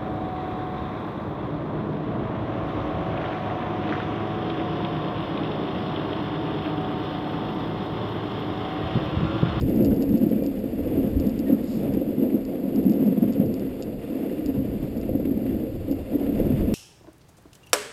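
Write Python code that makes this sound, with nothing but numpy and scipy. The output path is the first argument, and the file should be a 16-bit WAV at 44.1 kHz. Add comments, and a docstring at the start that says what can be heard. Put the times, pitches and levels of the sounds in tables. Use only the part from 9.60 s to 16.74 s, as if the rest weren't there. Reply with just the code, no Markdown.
"""Sled on a snowy forest trail

A sled glides along a trail, heard by a small camera in a sealed case. The frame is noise-driven resonances,
bumps ring the same modes, wind is deep lumpy noise, the runners hiss and a loose part ticks. Crust crunches,
cold snow squeaks and a branch brushes past over the microphone's own steady hiss. The converter holds each
of its 12000 samples a second, which mirrors the rumble into the treble."""
import sys
import numpy as np
from scipy import signal
from scipy.fft import rfft, irfft, next_fast_len
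from scipy.io import wavfile
from scipy.ndimage import uniform_filter1d

SR = 44100
rng = np.random.default_rng(int(sys.argv[2]) if len(sys.argv) > 2 else 0)


def volts(x):
    """Linear amplitude factor 10**(x/20) for a level x in dB, scalar or array-like."""
    e = np.asarray(x, float) / 20
    return 10 ** e


def dump(signal):
    """Clip the signal to [-1, 1] and save it as 16-bit WAV at the path in sys.argv[1]."""
    limited = np.clip(np.atleast_2d(signal).T, -1, 1)
    pcm = np.round(limited * 32767).astype(np.int16)
    wavfile.write(sys.argv[1], SR, pcm)


N = 314874

# frame and case modes: (frequency [Hz], pole-pair width [Hz], relative level [dB])
FRAME_LOW = [(272.1, 37.9, 1.5), (313.8, 59, -1), (343.5, 94, -3)]
FRAME_HIGH = [(457, 93, 2), (524.4, 45.5, -0.5), (580.3, 110, -4.5), (681.4, 108, -9.5), (773, 177, -13)]
# runner mode: (frequency [Hz], pole-pair width [Hz], relative level [dB])
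RUNNER = [(208.4, 57.5, 10.5)]
# how hard the trail shakes the runners: (time [s], level [dB])
LOAD = [(0.0, -23.5), (0.24, -19), (0.3, -21), (0.71, -21.5), (0.87, -26), (1.25, -26), (1.39, -19),
        (1.49, -26.5), (1.63, -20), (1.79, -28), (1.93, -20.5), (2.01, -27.5), (2.38, -19.5), (2.4, -23),
        (2.54, -24.5), (2.72, -20), (2.82, -29.5), (3.04, -24), (3.14, -27), (3.2, -19.5), (3.6, -23),
        (3.64, -16.5), (3.74, -28.5), (3.82, -19), (3.9, -26.5), (4.47, -32.5), (4.51, -25.5),
        (5.43, -28.5), (5.51, -22.5), (6.06, -25.5), (6.14, -32.5), (6.28, -29.5), (6.3, -22.5),
        (6.46, -36.5), (6.54, -24), (6.86, -17), (6.94, -25.5), (7.14, -21.5)]
LOAD_MID_DB = -25
# how hard the snow rubs under the runners: (time [s], level [dB])
GLIDE = [(0.04, -51), (0.32, -52.5), (0.4, -55), (0.41, -53.5), (1.14, -54), (1.26, -52), (2.29, -53),
         (2.35, -51.5), (2.45, -54.5), (2.75, -55), (2.79, -55), (3.82, -52.5), (3.84, -56.5),
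         (4.13, -52.5), (4.37, -58), (4.41, -52.5), (4.77, -52), (4.96, -54), (5.75, -56), (5.89, -54),
         (6.11, -56.5), (6.76, -50.5), (6.94, -51.5), (6.98, -48), (7.04, -52), (7.14, -49.5)]


def evened(x):
    """Scales to rms 1."""
    return x / np.sqrt(np.mean(x ** 2) + 1e-20)


def curve_db(rows):
    """Level curve interpolated at every sample."""
    time_s, level_db = np.transpose(rows)
    return np.interp(np.arange(N) / SR, time_s, level_db)


def load_offset_db():
    """Trail load relative to its middle."""
    return curve_db(LOAD) - LOAD_MID_DB


def swells_db(rows, width_s):
    """Sum of Gaussian rises in dB, one for each row."""
    t = np.arange(N) / SR
    return sum(db * np.exp(-((t - s) / width_s) ** 2) for s, db in rows)


def lumps(per_s):
    """Twice-averaged noise of rms 1 that changes about per_s times a second."""
    window = int(SR / per_s)
    return evened(uniform_filter1d(uniform_filter1d(rng.standard_normal(N), window), window))


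def lumpy(level, spread_db):
    """White noise whose level in dB follows the lumps."""
    return volts(spread_db * level) * rng.standard_normal(N)


def coloured(x, points):
    """Shapes x by a spectrum given at points, rms 1."""
    hz, db = np.transpose(points)
    size = next_fast_len(N)
    bins_hz = np.fft.rfftfreq(size, 1 / SR)
    gain = volts(np.interp(np.log(bins_hz + 1), np.log(hz + 1), db, -120, -120))
    return evened(irfft(rfft(x, size) * gain, size)[:N])


def ring(x, modes):
    """Resonances of alternating sign, each a pole pair applied twice; rms 1."""
    out = np.zeros(N)
    for k, (hz, width_hz, db) in enumerate(modes):
        b, a = signal.iirpeak(hz, hz / width_hz, SR)
        twice = signal.lfilter(b, a, signal.lfilter(b, a, x))
        out += (-1) ** k * volts(db) * evened(twice)
    return evened(out)


def struck(modes, t):
    """Decaying sines of alternating sign: the modes after one blow."""
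    return sum((-1) ** k * volts(db) * np.exp(-np.pi * width_hz * t) * np.sin(2 * np.pi * hz * t)
               for k, (hz, width_hz, db) in enumerate(modes))


def resonance(x, hz, width_hz):
    """Shifts hz down to zero, smooths with one pole, shifts back."""
    turn = np.exp(2j * np.pi * hz * np.arange(len(x)) / SR)
    r = np.exp(-np.pi * width_hz / SR)
    return 2 * (turn * signal.lfilter([1 - r], [1, -r], x / turn)).real


def add(mix, s, sound):
    """Mixes a sound in at second s."""
    part = mix[round(s * SR):][:len(sound)]
    part += sound[:len(part)]


def frame(trail):
    """Uneven snow shakes the frame; all its modes share the same lumps of force."""
    # weight of the driver on the runner tails: (time [s], level [dB])
    lean_rows = [(0, -7), (.5, -3), (.9, -5.5), (1.35, -7.5), (1.7, -4.5), (2.35, -3.5), (2.5, -6),
                 (3.3, -3), (3.9, -2), (4.3, -10), (5.2, -6), (6.3, -10), (6.7, -10), (7.14, -2.5)]
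    # sled bed modes: (frequency [Hz], pole-pair width [Hz], relative level [dB])
    bed_modes = [(112, 33, 2), (141.5, 27.5, 0.5)]
    # the bed bottoms out on the snow: (time [s], rise above its steady boom [dB])
    slap_rows = [(.04, 11.5), (.23, 9), (.7, 10), (1.55, 1), (2.27, 11.5), (2.58, 7), (3.2, 1.5),
                 (3.66, 9.5), (3.86, 14), (5.0, 7.5), (5.55, 8.5), (5.87, 5.5), (6.2, 10.5), (6.84, 6),
                 (6.95, 10.5)]
    slap_s = 0.039
    shift_per_s, shift_db = 5, 1.05  # the shaking shifts among the parts
    upper_db, upper_load_share, upper_lean_share = -35.5, 0.63, -0.081  # weight stills the upper frame
    upper_glide_share, glide_mid_db = 0.33, -51.5
    bed_db, bed_load_share, bed_lean_share = -39, 0.19, 0.26
    bed_gust_share, gust_mid_db = 0.38, -40

    shake = lumpy(trail, 1.56)
    load_db, lean_db = curve_db(LOAD), curve_db(lean_rows)
    shifts_db = [shift_db * lumps(shift_per_s) for _ in range(4)]

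    runner = volts(load_db + lean_db + shifts_db[0]) * ring(shake, RUNNER)

    chatter_db = upper_glide_share * (curve_db(GLIDE) - glide_mid_db)  # rubbing snow makes the slats chatter
    high_db = upper_db + upper_load_share * load_offset_db() + chatter_db
    high_db = high_db + upper_lean_share * lean_db + shifts_db[1]
    high = volts(high_db) * ring(shake, FRAME_HIGH)

    low = volts(load_db - 4.0 + shifts_db[2]) * ring(shake, FRAME_LOW)

    boom_db = bed_db + bed_load_share * load_offset_db() + bed_gust_share * (gust_db() - gust_mid_db)
    boom_db = boom_db + bed_lean_share * lean_db + swells_db(slap_rows, slap_s) + shifts_db[3]
    bed = volts(boom_db) * ring(shake, bed_modes)
    return bed + runner - low + high  # neighbouring modes swing in opposite phase


def jolts():
    """Each bump rings the same modes of the frame, in its own proportions."""
    # bumps strike the frame: (time [s], level [dB], runner re low frame [dB], upper re low frame [dB])
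    jolt_rows = [(0.098, -11.5, -19, -3), (0.203, -9, -4, -28), (0.245, -14.5, -7, -5),
                 (0.368, -14, -9, -25), (0.54, -6, -7.5, -20), (0.571, -28, -15, -8),
                 (0.612, -7.5, -12.5, -12.5), (0.665, -8, -6.5, -22), (0.711, -16, 1, -1),
                 (0.819, -14.5, -5, -1), (1.036, -16, -20, -6), (1.143, -15, -17, -13),
                 (1.267, -16, -17, -4), (1.318, -14, -20, -22), (1.39, -13, -19, -30),
                 (1.565, -11, -13, -26), (1.794, -11.5, -20, -28), (1.832, -19, -17, -6),
                 (1.894, -7.5, -24, -10.5), (2.036, -13.5, -20, -16), (2.169, -16.5, -1, -10),
                 (2.286, -24, -13, -11), (2.367, -14, -22, -14), (2.414, -21, -18, -1),
                 (2.611, -14, -20, -20), (3.018, -21, -14, -22), (3.052, -20.5, -7, 1),
                 (3.194, -8.5, -13, -15), (3.297, -11, -10, -14), (3.426, -10.5, -13, -30),
                 (3.52, -16, -18, -5), (3.754, -24, -18, -3), (3.797, -9.5, 0, -10),
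                 (4.277, -20.5, -10, -11), (4.497, -18, -10, -7), (4.789, -15, -15, -12),
                 (4.88, -15, -29, -24), (4.991, -13.5, -15, -24), (5.092, -22, -14, -5),
                 (5.488, -19, -11, 2.5), (5.548, -10, -16, -9.5), (5.594, -25.5, -6, 7.5),
                 (5.651, -11.5, -29, -14.5), (6.029, -13, -31, -17), (6.064, -27, -26, 3),
                 (6.307, -10.5, -21, -12), (6.55, -7.5, -29, -16.5), (6.688, -12, -15, -18),
                 (6.797, -15, -22, 2), (7.087, -26, -3, -16)]
    rise_s = 0.0053
    out, t = np.zeros(N), np.arange(SR // 6) / SR
    runner, low, high = (struck(modes, t) for modes in (RUNNER, FRAME_LOW, FRAME_HIGH))
    rise = np.minimum(t / rise_s, 1)
    for s, db, runner_db, upper_db in jolt_rows:
        add(out, s, volts(db) * rise * (low + volts(runner_db) * runner + volts(upper_db) * high))
    return out


def gust_db():
    """Wind strength: the steady wind with each buffet as a short swell."""
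    # steady wind on the case: (time [s], level [dB])
    steady_rows = [(0, -30), (.6, -45), (1.4, -36), (1.8, -39.5), (2.1, -44.5), (3, -48.5), (3.6, -52),
                   (4.1, -42.5), (4.7, -52.5), (5.1, -37.5), (6.6, -40), (6.9, -30), (7.14, -29.5)]
    # single buffets: (time [s], rise above the steady wind [dB])
    buffet_rows = [(.04, 4), (.3, 10), (.52, 16.5), (1.25, 2), (1.57, 14.5), (2.33, 10), (2.84, 6),
                   (3.24, 9), (4.12, 4), (4.38, 9), (4.86, 10), (6.16, 7), (6.4, 1), (6.8, 5), (7.03, 6.5)]
    return curve_db(steady_rows) + swells_db(buffet_rows, width_s=.04)


def wind():
    """Wind thuds on the case: lumpy noise with a deep spectrum."""
    # (frequency [Hz], relative level per Hz [dB])
    wind_points = [(12, -20), (25, -9.5), (45, -9.5), (70, -7), (95, -7.5), (140, -35)]
    return volts(gust_db()) * coloured(lumpy(lumps(11.0), 1.0), wind_points)


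def runners(trail):
    """Fine hiss with scattered snow grains, coloured by the air in the case."""
    # (frequency [Hz], relative level per Hz [dB])
    hiss_points = [(530, -50), (900, -5), (1170, -6.5), (1610, -8.5), (1980, -6.5), (2770, -8), (3140, -11),
                   (3570, -10), (3890, -20.5), (4850, -16.5), (5900, -22.5), (7670, -60), (13000, -120)]
    # air resonances in the case: (frequency [Hz], pole-pair width [Hz], relative level [dB])
    case_modes = [(2753, 450, 1), (4600, 170, -11)]
    grains_per_s, load_share = 300, .1
    sizes_db = 13 + 1.45 * np.minimum(rng.exponential(1, N), 3)
    grains = volts(sizes_db) * (rng.random(N) < grains_per_s / SR) * rng.choice([-1, 1], N)
    snow = lumpy(trail, 1.3) + grains
    wander = volts(1.3 * lumps(2.0))  # the case colour comes and goes
    level_db = curve_db(GLIDE) + load_share * load_offset_db()
    return volts(level_db) * (coloured(snow, hiss_points) + volts(-18) * wander * ring(snow, case_modes))


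def ticks():
    """A loose part, plastic on plastic: a brief ring and two bounces, plus faint rattling in between."""
    # (time [s], peak level [dB], loss at each bounce [dB])
    tick_rows = [(0.0118, -31.5, 12), (0.0977, -43, 12), (0.158, -46, 12), (0.162, -42, 14),
                 (0.2264, -40, 12), (0.247, -29.5, 8), (0.259, -34, 12), (0.3087, -46, 12),
                 (0.343, -42, 12), (0.3636, -42, 10), (0.4164, -43, 10), (0.4233, -30.5, 7),
                 (0.4923, -40, 14), (0.5242, -44, 12), (0.5733, -40, 9), (0.578, -41, 7), (0.634, -44, 10),
                 (0.6923, -48, 12), (0.7004, -43, 9), (0.837, -39, 7), (0.8632, -33.5, 12),
                 (0.9916, -43, 12), (1.5988, -34, 9), (1.668, -37, 12), (1.6945, -37, 12),
                 (1.7912, -32.5, 9), (2.3381, -39.5, 12), (2.8515, -37.5, 16), (3.1597, -35, 16),
                 (3.24, -43, 9), (3.2962, -37, 16), (3.321, -39, 12), (3.3354, -39, 12), (3.4665, -43, 12),
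                 (3.725, -37.5, 6), (3.7354, -41, 12), (3.8606, -43, 10), (3.9408, -34, 14),
                 (3.996, -39, 14), (4.224, -29, 6.5), (4.8604, -32, 10), (5.3737, -43, 6),
                 (5.4131, -39.5, 12), (6.3135, -36.5, 5), (6.792, -44, 14.5)]
    # (frequency [Hz], relative level [dB], t60 [s])
    tick_modes = [(5100, 3, 0.0048), (4780, -6, 0.0091), (2760, -9.5, 0.01), (3740, -17, 0.013)]
    rise_s, first_flight_s, flight_ratio = .0011, .007, .7
    rattles_per_s, rattle_load_share = 70, .4

    t = np.arange(SR // 40) / SR
    tick = sum(volts(db - 60 * t / t60_s) * np.sin(2 * np.pi * hz * t) for hz, db, t60_s in tick_modes)
    tick *= np.sin(np.minimum(t / rise_s, 1) * np.pi / 2) ** 2

    rattle_db = -77 + 2.6 * np.minimum(rng.exponential(1, N), 3) + rattle_load_share * load_offset_db()
    taps = volts(rattle_db) * (rng.random(N) < rattles_per_s / SR)
    for s, db, lost_db in tick_rows:
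        for k, after_s in enumerate((0, first_flight_s, first_flight_s * (1 + flight_ratio))):
            taps[round((s + after_s) * SR)] += volts(db - k * abs(lost_db)) / abs(tick).max()
    return signal.oaconvolve(taps, tick)[:N]


def crunches():
    """Crusts of snow crunch under a runner: short broad bursts of twice-resonated noise."""
    # (time [s], level [dB])
    crunch_rows = [(0.72, -47.5), (1.332, -49), (1.8805, -44), (2.6986, -47), (2.9494, -50), (3.8029, -49),
                   (4.694, -45), (4.7794, -49), (5.1794, -50), (5.2704, -48), (5.4291, -45.5),
                   (5.6497, -45), (5.863, -43.5), (6.6648, -47), (6.7482, -46), (6.7915, -43.5),
                   (6.9694, -48)]
    hz, width_hz, rise_s, t60_s = 2050, 1800, 0.002, 0.07
    out, t = np.zeros(N), np.arange(SR // 8) / SR
    swell = np.minimum(t / rise_s, 1) * volts(-60 * t / t60_s)
    for s, db in crunch_rows:
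        puff = rng.standard_normal(len(t))
        crust = evened(resonance(resonance(puff, hz, width_hz), hz, width_hz))
        add(out, s, volts(db) * swell * crust)
    return out


def squeaks():
    """Cold snow squeaks: each swells in about a hundredth of a second and dies away at one pitch."""
    # (time [s], level [dB], pitch [Hz])
    squeak_rows = [(.30, -47, 1520), (.81, -47, 2400), (1.86, -44, 1860), (1.925, -46, 1310)]
    rise_s, t60_s = .012, .16
    out, t = np.zeros(N), np.arange(SR // 8) / SR
    rise = np.minimum(t / rise_s, 1)
    for s, db, hz in squeak_rows:
        add(out, s, volts(db - 60 * t / t60_s) * rise * np.sin(2 * np.pi * hz * t))
    return out


def branch():
    """Needles and snow brush along the case: coloured noise swelling and fading."""
    # (frequency [Hz], relative level per Hz [dB])
    brush_points = [(2800, -26), (3600, -4), (4200, -4), (4800, 0), (5400, -3), (5900, -11.5)]
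    middle_s, level_db, rise_s, fall_s = 2.14, -54.5, 0.11, 0.085
    t = np.arange(N) / SR - middle_s
    swell = np.exp(-(t / np.where(t < 0, rise_s, fall_s)) ** 2)
    return volts(level_db) * swell * coloured(lumpy(lumps(200), 1.2), brush_points)


def mic_hiss():
    """Microphone self-noise: white noise shaped by a fixed spectrum."""
    # (frequency [Hz], relative level per Hz [dB])
    floor_points = [(2500, -23), (4000, 9), (4800, 12), (5500, -7), (5900, -12)]
    return volts(-67) * coloured(rng.standard_normal(N), floor_points)


def scene():
    """Every source reaches the one microphone through the case; its own hiss is added."""
    trail = lumps(53)  # lumps of force shared by frame and runners
    sled = frame(trail) + jolts() + runners(trail) + ticks()
    snow = crunches() + squeaks()
    return (sled + wind() + snow + branch() + mic_hiss())[None]


def low_pass(x):
    """Removes everything above the highest recorded frequency."""
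    return signal.sosfilt(signal.butter(12, 16410, fs=SR, output="sos"), x)


def record(dry):
    """Each slow sample is repeated four times with no smoothing, so images flank 12 kHz; then a band limit."""
    held_hz, play_hz, edge_hz = 12000, 48000, 15350
    padded = np.pad(dry, ((0, 0), (0, 1470)), "reflect")
    slow = signal.resample_poly(padded, held_hz, SR, axis=1, window=("kaiser", 8))
    held = np.repeat(slow, play_hz // held_hz, axis=1)
    steps = signal.resample_poly(held, SR, play_hz, axis=1, window=("kaiser", 8))
    lowpass = signal.firwin(301, edge_hz, window=("kaiser", 7), fs=SR)
    limited = signal.oaconvolve(steps, lowpass[None], "same")
    return low_pass(limited[:, :N])


dry = scene()
out = record(dry)
dump(out)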